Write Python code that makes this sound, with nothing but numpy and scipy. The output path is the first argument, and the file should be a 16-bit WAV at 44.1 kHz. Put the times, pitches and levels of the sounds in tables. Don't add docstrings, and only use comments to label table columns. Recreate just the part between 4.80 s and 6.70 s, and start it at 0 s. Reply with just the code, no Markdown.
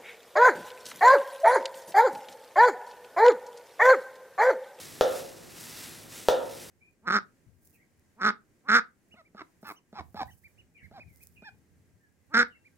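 import sys
import numpy as np
from scipy import signal
from scipy.fft import rfft, irfft, next_fast_len
from scipy.io import wavfile
from scipy.ndimage import uniform_filter1d

SR = 44100
rng = np.random.default_rng(int(sys.argv[2]) if len(sys.argv) > 2 else 0)


def attenuation_scalar(level_db):
    decades = np.asarray(level_db, float) / 20
    return 10 ** decades


def file_out(sig):
    cols = np.atleast_2d(sig).T
    lim = np.clip(cols, -1, 1)
    pcm = np.round(lim * 32767).astype(np.int16)
    wavfile.write(sys.argv[1], SR, pcm)


N = 83790
HALF_OCTAVES = 30 * 2 ** np.arange(0, 9.5, .5)


def unit(x):
    return x / np.sqrt(np.mean(x ** 2))


def pan(db):
    return attenuation_scalar(np.array([[db], [-db]]) / 2)


def decay(t, t60):
    return np.exp(-np.log(1000) * np.maximum(t, 0) / max(t60, 1e-4))


def ring(hz, t60, t, wave=np.sin):
    phase = 2 * np.pi * hz * np.maximum(t, 0)
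    return (t > 0) * wave(phase) * decay(t, t60)


def band(hz, size):
    f = np.fft.rfftfreq(size, 1 / SR) + 1
    octaves = np.log2(f / hz)
    shape = np.exp(-(octaves * 2) ** 2 * 2)
    return unit(irfft(rfft(rng.standard_normal((2, size))) * shape, size))


def on_log(table, hz, col):
    table = np.array(table, float)
    return np.interp(np.log(hz), np.log(table[:, 0]), table[:, col])


def walk(rate):
    k = int(SR / rate)
    held = np.repeat(rng.standard_normal(N // k + 1), k)
    slewed = uniform_filter1d(uniform_filter1d(held, k), k)
    return 1.01 * slewed[:N]


def stereo(pair, side_db):
    return pair[0] + attenuation_scalar(side_db) * pair[1] * np.array([[1], [-1]])


# f/Hz, level/dB per Hz
RUMBLE = [(25, -22), (60, -10), (130, -5), (300, -3), (600, -10), (1500, -18), (4000, -30), (15000, -40)]
# f/Hz, level/dB
HUM = [(104, -63), (153, -62.5), (258, -72)]


def air(t):
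    rumble = 0
    for hz in HALF_OCTAVES:
        bandwidth_db = 10 * np.log10(hz)
        db = on_log(RUMBLE, hz, col=1) + bandwidth_db + 0.55 * walk(2.83)
        rumble = rumble + attenuation_scalar(db) * stereo(band(hz, size=N), -2)
    hum = sum(attenuation_scalar(db + walk(6.8)) * np.sin(2 * np.pi * hz * t) for hz, db in HUM)
    return unit(rumble) * attenuation_scalar(-51.5) + hum


# t/s, level/dB
MOVEMENT = [(0, -40.5), (.1, -48), (.18, -47.5), (.27, -45.5), (0.369, -41), (.43, -45.5), (.6, -52.5),
            (.75, -48), (.8, -43), (.9, -44), (.99, -40.5), (1.1, -45), (1.27, -50), (1.36, -42.5),
            (1.47, -46.5), (1.62, -50), (1.75, -46), (1.9, -47.5)]
# f/Hz, level/dB per Hz
CLOTH = [(500, -5), (1000, -4.5), (2000, 2), (2600, 0.5), (3400, 1), (6000, 2), (11000, -2), (16000, -8)]


def sleeve(t):
    rustle = 0
    shared_flicker = walk(12.94)
    grain = attenuation_scalar(1.5 * walk(300))
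    for hz in HALF_OCTAVES[7:]:
        bandwidth_db = 10 * np.log10(hz)
        flicker_db = 1.1 * shared_flicker + .7 * walk(8.86)
        db = on_log(CLOTH, hz, col=1) + bandwidth_db + flicker_db
        rustle = rustle + attenuation_scalar(db) * stereo(band(hz, size=N), 0)
    move = np.array(MOVEMENT)
    move_db = np.interp(t, move[:, 0], move[:, 1])
    return unit(rustle * grain) * attenuation_scalar(1 + move_db)


# delay t/s, level/dB, left-right level/dB
ECHOES = [(.0045, -11, 0), (.0052, -7, -2), (.0066, -14, 2), (.0093, -13, 1)]
# f/Hz, level/dB, t60 t/s, sign, left-right level/dB
ROOM_MODES = [(340.7, -64, 0.58, 1, 9), (399, -62.5, 0.7, 1, 2), (422, -63, 0.57, -1, -2),
              (458, -59.5, 0.43, 1, -6), (496, -47.5, 0.2, -1, 3), (509.8, -53.5, 0.5, -1, 0),
              (531, -50.5, 0.37, -1, -1), (550.2, -57, 0.54, -1, 4), (579.2, -52.5, 0.21, -1, -7),
              (621.4, -50.5, 0.36, -1, 4), (680, -56, 0.26, -1, 5), (711, -57, .49, -1, -11),
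              (779, -57.5, 0.36, 1, -3)]
# f/Hz, level/dB, t60 t/s, side re mid level/dB
TAIL = [(120, -57, .3, -3), (280, -50, .8, -8), (480, -63, .95, 4), (800, -55, .7, 1), (1400, -49, .55, 0),
        (3000, -48, .4, 2), (6000, -43, .22, 0), (13000, -43, .12, 0)]


def room(t):
    ir = np.zeros((2, N))
    for delay, db, pan_db in ECHOES:
        one_sample_pulse = np.maximum(1 - np.abs(t - delay) * SR, 0)
        ir += attenuation_scalar(db) * pan(pan_db) * one_sample_pulse
    ir = signal.lfilter(*signal.butter(1, 7000, fs=SR), ir)
    ir[:, 0] = 1
    tail_start_s, tail_rise_s, modes_start_s = .004, .002, .0006
    rise = 1 - np.exp(-np.maximum(t - tail_start_s, 0) / tail_rise_s)
    for hz, db, t60, sign, pan_db in ROOM_MODES:
        ir += rise * sign * attenuation_scalar(db) * pan(pan_db) * ring(hz, t60, t - modes_start_s)
    for hz in HALF_OCTAVES[2:]:
        fade_db = on_log(TAIL, hz, col=1) - 60 * t / on_log(TAIL, hz, col=2)
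        fade = attenuation_scalar(fade_db) * np.sqrt(hz / 1000)
        ir += rise * fade * stereo(band(hz, size=N), on_log(TAIL, hz, col=3))
    return ir


# f/Hz, level/dB, t60 t/s
TICK = [(3400, 1, .0026), (6300, -7, .002), (11500, -13, .0015)]


def magnet_tick(u, noise):
    tick = np.zeros(N)
    for k, (hz, db, t60) in enumerate(TICK):
        tick -= (-1) ** k * attenuation_scalar(db) * ring(hz, t60, u)
    crack = attenuation_scalar(-23) * noise * (u > 0) * decay(u, .02)
    return tick + crack


# f/Hz, level/dB, t60 t/s, sign
THUMP = [(505, 0, .026, 1), (80, -21, .02, 1), (1380, -14, .011, -1), (1800, -15, .007, -1)]


def board_thump(u, over_hz, over_db):
    lag_s, contact_s, overtone_t60_s = .0004, .0002, .015
    thump = np.zeros(N)
    for hz, db, t60, sign in THUMP + [(over_hz, over_db, overtone_t60_s, -1)]:
        thump -= sign * attenuation_scalar(db) * ring(hz, t60, u - lag_s, np.cos)
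    return uniform_filter1d(thump, size=int(contact_s * SR))


# t/s, level/dB, tick re thump level/dB, board overtone f/Hz, overtone re thump level/dB
DARTS = [
    (0.2102, -5, -7, 870, -11),
    (1.4856, -4.5, -6, 935, -8),
]


def darts(t):
    out = np.zeros(N)
    noise = np.diff(rng.standard_normal(N + 1))
    for at, db, tick_db, over_hz, over_db in DARTS:
        u = t - at
        tick = magnet_tick(u, noise)
        thump = board_thump(u, over_hz, over_db)
        out += attenuation_scalar(db) * (thump + attenuation_scalar(tick_db) * tick)
    return out


def scene():
    t = np.arange(N) / SR
    size = next_fast_len(2 * N)
    hits = irfft(rfft(darts(t), size) * rfft(room(t), size), size)[:, :N]
    return hits + sleeve(t) + air(t)


def band_limit(x):
    return signal.sosfilt(signal.butter(12, 16900, fs=SR, output="sos"), x)


# f/Hz, side re mid level/dB
PORTS = [(40, -1), (700, -2), (1500, -5), (2500, -11), (3500, -34), (8000, -34), (8500, -7), (9500, -9),
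         (10500, -17), (16000, -24)]


def record(dry):
    mid = (dry[0] + dry[1]) / 2
    side = (dry[0] - dry[1]) / 2
    f = np.fft.rfftfreq(N, 1 / SR) + 1
    side = irfft(rfft(side) * attenuation_scalar(on_log(PORTS, f, col=1)), N)
    low_pass = signal.ellip(9, .3, 40, 15950, fs=SR, output="sos")
    mix = signal.sosfilt(low_pass, [mid + side, mid - side])
    return band_limit(mix)


dry = scene()
out = record(dry)
file_out(out)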